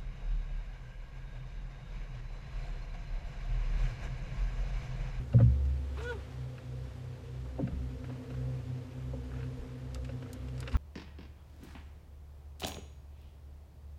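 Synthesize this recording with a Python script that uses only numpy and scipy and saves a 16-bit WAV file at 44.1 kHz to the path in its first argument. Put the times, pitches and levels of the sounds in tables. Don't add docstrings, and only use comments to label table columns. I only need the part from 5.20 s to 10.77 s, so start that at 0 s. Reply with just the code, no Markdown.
import sys
import numpy as np
from scipy import signal
from scipy.fft import rfft, irfft, next_fast_len
from scipy.io import wavfile
from scipy.ndimage import uniform_filter1d, map_coordinates

SR = 44100
rng = np.random.default_rng(int(sys.argv[2]) if len(sys.argv) > 2 else 0)


def level_to_linear(level):
    exponent = np.asarray(level, float) / 20
    return 10 ** exponent


def bounce(signal):
    frames = np.transpose(np.atleast_2d(signal))
    limited = np.clip(frames, -1, 1)
    pcm = np.round(limited * 32767).astype(np.int16)
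    wavfile.write(sys.argv[1], SR, pcm)


N = 245637

# (time [s], shaft tone level [dB], beating pair level [dB])
HUM = [(0, -34.5, -37.5), (.5, -43, -45), (.9, -54, -52), (1.2, -47.5, -43), (1.45, -48, -42.5),
       (1.8, -51, -45.5), (2.1, -48.5, -44.5), (2.6, -39.5, -45.5), (3.0, -53, -43.5), (3.2, -42, -40.5),
       (3.4, -47, -34.5), (3.65, -54.5, -44.5), (4.2, -39.5, -41.5), (4.6, -48.5, -47), (4.8, -40.5, -41),
       (5.0, -48, -45.5), (5.25, -42, -48), (5.57, -46, -32)]
# (time [s], rate [turns/s])
SHAFT_RATE = [(0, 64.2), (1, 64.2), (2.3, 64.35), (2.5, 64.8), (3.6, 64.7), (5.57, 64.6)]
# (time [s], lag [cycles])
PUMP_LAG = [(-.2, .5), (.67, 3.5), (1.42, 5.5), (2.32, 8.5), (3.03, 11.5), (3.44, 12.5), (3.66, 13.5),
            (4.07, 14.5), (5.85, 19.5)]
# (time [s], level [dB])
UPPER_PAIR = [(0, -57), (1.4, -59), (2.3, -60), (2.45, -53), (3.0, -48.5), (3.7, -53.5), (4.0, -49.5),
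              (4.7, -56), (5.1, -51), (5.57, -57.5)]
# (frequency [Hz], density [dB per Hz])
HISS_SPECTRUM = [(15, -46), (30, -10.5), (60, -7.5), (100, -4.5), (140, -9), (200, -14), (260, -13),
                 (330, -16.5), (480, -17.5), (620, -21), (1500, -30.5), (3050, -34.5), (7000, -42),
                 (10000, -49), (12200, -50), (15000, -56.5)]
# (time [s], half length [s], level [dB])
RUSTLES = [(.2, 0.076, -63), (.95, .25, -61), (2.5, .06, -69), (2.9, .1, -65), (3.16, 0.06, -67.5),
           (4.2, 0.06, -64), (4.85, .06, -67), (5.12, .1, -69), (5.45, 0.057, -65.5), (5.55, 0.022, -51.5)]
# (frequency [Hz], rms level [dB])
WHINES = [(8032, -97), (12048, -93), (14024, -101), (14088, -99)]
HULL_MODES = {"sway": [(36.8, 4.5, 0.23, 0.017), (48.5, -8, 0.17, 0.017), (64.55, -1.5, 0.78, 0.011)],
              "hull": [(68.3, 0.5, 2.05, 0.035)], "floor": [(118.4, 4, 0.35, 0.0058)],
              "panel": [(146.5, 2, .15, 0.0026), (185.7, 1.5, 0.32, 0.01), (243.6, -2, 0.27, 0.0036)],
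              "lid": [(462.3, -3, 0.099, 0.0051), (539, 11.5, 0.047, 0.0074)],
              "rim": [(283.5, 2.5, 0.14, 0.0025), (389.6, -9, 0.16, 0.0023), (689, 4.5, 0.031, 0.0016),
              (891, -6.5, 0.047, 0.0067)]}
SPOT_SHARES = {"floor": (-1, -10, -31, -30), "panel": (-6, 1, -17, -16), "lid": (-4.5, -19, 1.5, -10.5),
               "rim": (-20, -8.5, 2, 2.5)}
# (time [s], level [dB], spot struck)
KNOCKS = [(.127, -14.5, "floor"), (.132, -28, "lid"), (.183, -41, "rim"), (0.193, -27, "lid"),
          (.196, -17, "floor"), (2.376, -42, "rim"), (2.384, -32, "rim"), (2.406, -29.5, "panel"),
          (2.436, -34.5, "panel"), (2.467, -46, "rim"), (2.499, -37.5, "panel"), (2.835, -48.5, "rim"),
          (2.895, -47.5, "rim"), (3.098, -52, "rim"), (3.925, -36.5, "lid"), (4.884, -40.5, "lid"),
          (5.015, -49, "rim"), (5.468, -41, "lid"), (5.509, -32.5, "floor"), (5.525, -37, "panel")]
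# (time [s], sway level [dB], hull level [dB])
LURCHES = [(.127, -39, -35), (0.194, -36.5, -16.5), (2.408, -52, -40), (2.494, -33.5, -58),
           (2.748, -47, -62), (4.351, -32.5, -53), (5.51, -20, -15.5)]
# (time [s], level [dB], brightness [octaves over 1 kHz])
TICKS = [(0.128, -43.5, 1.17), (0.135, -43, -1), (0.185, -43.5, 0.2), (0.199, -41.5, 0.24),
         (.206, -40, 0.16), (0.452, -53, 1.6), (0.77, -43.5, -0.4), (0.801, -39.5, 0), (.922, -45, 0.7),
         (1.378, -45.5, 0.84), (2.256, -50, -0.2), (2.388, -46, -.3), (2.472, -43.5, 0.94),
         (2.841, -47, 0.83), (2.894, -48, 0.8), (3.101, -48, 1), (3.138, -49, 0.6), (3.209, -56, 1),
         (3.932, -42, -0.9), (4.746, -43, 2.5), (4.753, -44.5, 1), (4.846, -44, 1.7), (4.89, -45, 1.14),
         (5.022, -46.5, 1.03), (5.059, -51, 0.3), (5.099, -51, 0.3), (5.131, -43.5, 3), (5.284, -50, 1.8),
         (5.379, -51, 2), (5.404, -44, 2.5), (5.426, -41, 1.07), (5.461, -48, 0.9), (5.474, -34, 1.1),
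         (5.494, -53, 2), (5.516, -44.5, 1.5), (5.527, -46.5, 1.8), (5.539, -38.5, 0.47), (5.55, -35, 0),
         (5.556, -47, 0)]
# (frequency [Hz], width [Hz], gain [dB])
TACKLE = [(837, 450, 12), (1510, 460, 17.5), (1906, 1020, 11.5), (2720, 420, 12.5), (3800, 570, 3.5),
          (5110, 600, 5.5), (6880, 390, 2), (7600, 410, 5), (8500, 1550, -2), (11250, 1100, -2.5),
          (14000, 1500, -10.5)]
# (time [s], slip rate [slips/s], 1st harmonic level [dB], 2nd harmonic level [dB])
SQUEAL = [(.76, 300, -68, -72), (.79, 420, -48, -79), (.826, 455, -47, -57), (.85, 480, -42.5, -54),
          (.87, 486, -42.5, -60), (.893, 490, -42, -61), (.908, 485, -38.5, -56), (.922, 470, -39, -51),
          (.938, 457, -47.5, -45.5), (.958, 404, -44.5, -63), (1.0, 370, -68, -83)]
# (multiple of slip rate, level re 3rd harmonic [dB])
OVERTONES = [(4, -27), (5, -17), (6, -24), (7, -16), (8, -24), (9, -33)]
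# (time [s], half length [s], rub level [dB], hiss level [dB])
RUBS = [(0.798, 0.029, -52.5, -72), (0.836, 0.016, -55, -58.5), (0.876, 0.035, -67, -65.5),
        (0.904, .012, -63, -62), (0.923, 0.012, -54.5, -72)]


def unit(x):
    return x / np.sqrt(np.mean(x ** 2) + 1e-20)


def curves(rows):
    s, *cols = np.transpose(rows)
    return [np.interp(np.arange(N) / SR, s, c) for c in cols]


def wobble(knots_per_s):
    knots = rng.standard_normal(int(N * knots_per_s / SR) + 4)
    return map_coordinates(knots, [np.arange(N) * knots_per_s / SR])


def filtered(x, response):
    m = next_fast_len(len(x) + 8192)
    return irfft(rfft(x, m) * response(np.fft.rfftfreq(m, 1 / SR)), m)[:len(x)]


def resonances(modes):
    def response(f):
        total = 0
        for k, (hz, width_hz, db) in enumerate(modes):
            damping = 1j * f * width_hz
            total = total + (-1) ** k * level_to_linear(db) * damping / (hz * hz - f * f + damping)
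        return total
    return response


def band(lo_hz, hi_hz):
    edge = lambda f: 1 / np.sqrt((1 + (lo_hz / (f + 1)) ** 4) * (1 + (f / hi_hz) ** 4))
    return unit(filtered(rng.standard_normal(N), edge))


def tone(cycles, waver_db=0):
    return np.sqrt(2) * level_to_linear(waver_db * wobble(6.7)) * np.sin(2 * np.pi * (cycles + rng.random()))


def swells(rows):
    t = np.arange(N) / SR
    return np.sqrt(sum(level_to_linear(db) ** 2 * np.exp(-((t - s) / half_s) ** 2) for s, half_s, db in rows))


def pumps():
    shaft_db, pair_db = curves(HUM)
    t = np.arange(N) / SR
    turns = np.cumsum(curves(SHAFT_RATE)[0]) / SR
    lag, = curves(PUMP_LAG)
    twice = 2 * turns + rng.random()
    pair = np.sin(2 * np.pi * (twice - lag)) + 0.7 * np.sin(2 * np.pi * twice)
    other_half = (2 * turns - lag) / 4
    shaft = tone(turns, waver_db=-2.5) + 0.78 * tone(2 * other_half, waver_db=-3.5)
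    shaft = unit(shaft + 0.22 * band(52, 93))
    upper = unit(tone(4 * turns) + tone(248.4 * t))
    sixth = tone(6 * turns, waver_db=2.5)
    three_halves = tone(3 * other_half, waver_db=3)
    eighth = tone(8 * turns, waver_db=3.5)
    whirr = unit(filtered(rng.standard_normal(N), resonances([(465.6, 12.4, 0)])))
    upper_db = curves(UPPER_PAIR)[0] + 1.45 * wobble(8.6)
    whirr_db = -63.5 + 1.2 * t + 3.4 * wobble(4.5)
    low = level_to_linear(shaft_db) * shaft + level_to_linear(-54) * three_halves + level_to_linear(pair_db) * unit(pair)
    high = level_to_linear(upper_db) * upper + level_to_linear(-68) * sixth + level_to_linear(-63) * eighth
    return low + high + level_to_linear(whirr_db) * whirr


def surroundings():
    z = signal.stft(rng.standard_normal(N), nperseg=512)[2]
    field = uniform_filter1d(rng.standard_normal(z.shape), size=6, axis=0)
    field = uniform_filter1d(field, size=10, axis=1)
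    patchy = signal.istft(z * level_to_linear(0.96 * unit(field)), nperseg=512)[1][:N]
    hz, db = np.transpose(HISS_SPECTRUM)
    hiss = unit(filtered(patchy, lambda f: level_to_linear(np.interp(np.log(f + 1), np.log(hz), db))))
    grain_db = 1.6 * wobble(40) + 0.7 * wobble(300)
    rustle_gain = np.hypot(level_to_linear(-65), swells(RUSTLES))
    rustle = rustle_gain * unit(band(380, 2330) * level_to_linear(grain_db))
    whine = sum(level_to_linear(db) * tone(f * np.arange(N) / SR, waver_db=1.5) for f, db in WHINES)
    return level_to_linear(-52 + 0.44 * wobble(3.52)) * hiss + rustle + whine


def knocks():
    out, t = np.zeros(N + 2 * SR), np.arange(3 * SR // 2) / SR
    blows = []
    for s, db, spot in KNOCKS:
        blows += [(s, part, db + share_db) for part, share_db in zip(SPOT_SHARES, SPOT_SHARES[spot])]
    for s, sway_db, hull_db in LURCHES:
        blows += [(s, "sway", sway_db), (s, "hull", hull_db)]
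    for s, part, part_db in blows:
        for hz, db, t60_s, swell_s in HULL_MODES[part]:
            decay = level_to_linear(part_db + db + rng.normal(0, 1.2) - 60 * t / t60_s)
            ring = decay * np.sin(2 * np.pi * hz * t) * (1 - np.exp(-t / swell_s)) ** 2
            arrival_s = s + 0.15 / np.sqrt(hz)
            out[round(arrival_s * SR):][:len(t)] += ring
    return out[:N]


def tick_colour(ring, db, bright):
    below, above = 5.5, 7.5 / (1 + 0.27 * max(bright, 0) ** 2)

    def colour(f):
        octaves = np.log2((f + 1) / 1000) - bright
        loss_db = np.where(octaves < 0, below, above) * octaves ** 2
        return ring(f) * level_to_linear(db - np.minimum(loss_db, 50))
    return colour


def ticks():
    out, t = np.zeros(N + SR), np.arange(SR // 8) / SR
    ring = resonances(TACKLE)
    ratchet = [(4.115 + k * 0.0225 + rng.normal(0, 0.0019), -48.5 + rng.normal(0, 1.3), 0.78)
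               for k in range(6)]
    for s, db, bright in TICKS + ratchet:
        colour = tick_colour(ring, db, bright)
        t60_s = max(0.059 * (1 - 0.14 * bright), 0.005)
        hard = np.clip((bright - 1.6) / 0.57, 0, 1)
        crack = 3.2 * hard * level_to_linear(-60 * t / 0.0053)
        shape = level_to_linear(-60 * t / t60_s) * (1 - np.exp(-t / 0.0016)) + crack
        rattle = filtered(shape * rng.standard_normal(len(t)), colour)
        colour_rms = np.sqrt(np.mean(abs(colour(np.linspace(0, SR / 2, len(t)))) ** 2))
        expected = np.linalg.norm(shape) * colour_rms
        out[round(s * SR):][:len(t)] += rattle * expected / np.linalg.norm(rattle)
    return out[:N]


def squeal():
    rate, first_db, second_db = curves(SQUEAL)
    third_db = first_db + np.maximum(-0.5 - 0.6 * abs(489 - rate), -18)
    t = np.arange(N) / SR
    slips = np.cumsum(rate * (1 + 0.009 * wobble(150))) / SR
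    sound = level_to_linear(first_db) * tone(slips)
    sound += level_to_linear(second_db + 2.6 * wobble(58.6)) * tone(2 * slips)
    sound += level_to_linear(third_db + 1.3 * wobble(59.34)) * tone(3 * slips)
    for k, db in OVERTONES:
        sound += level_to_linear(third_db + db + 3 * wobble(30)) * tone(k * slips)
    sound *= (t > SQUEAL[0][0]) & (t < SQUEAL[-1][0])
    rough = rng.standard_normal(N) * level_to_linear(2.5 * wobble(90.15))
    rub = unit(filtered(rough, resonances(TACKLE[:5])))
    hiss_modes = [(3200, 1700, -2), (7000, 1800, -2), (10500, 3000, -16)]
    hiss = filtered(rng.standard_normal(N), resonances(hiss_modes))
    hiss = unit(level_to_linear(1.8 * wobble(60.9)) * hiss)
    s, half_s, rub_db, hiss_db = np.transpose(RUBS)
    return sound + swells(zip(s, half_s, rub_db)) * rub + swells(zip(s, half_s, hiss_db)) * hiss


def scene():
    return (pumps() + surroundings() + knocks() + ticks() + squeal())[None]


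def top_cut(x):
    return signal.sosfilt(signal.butter(12, 14910, fs=SR, output="sos"), x)


def record(dry):
    return top_cut(dry)


dry = scene()
out = record(dry)
bounce(out)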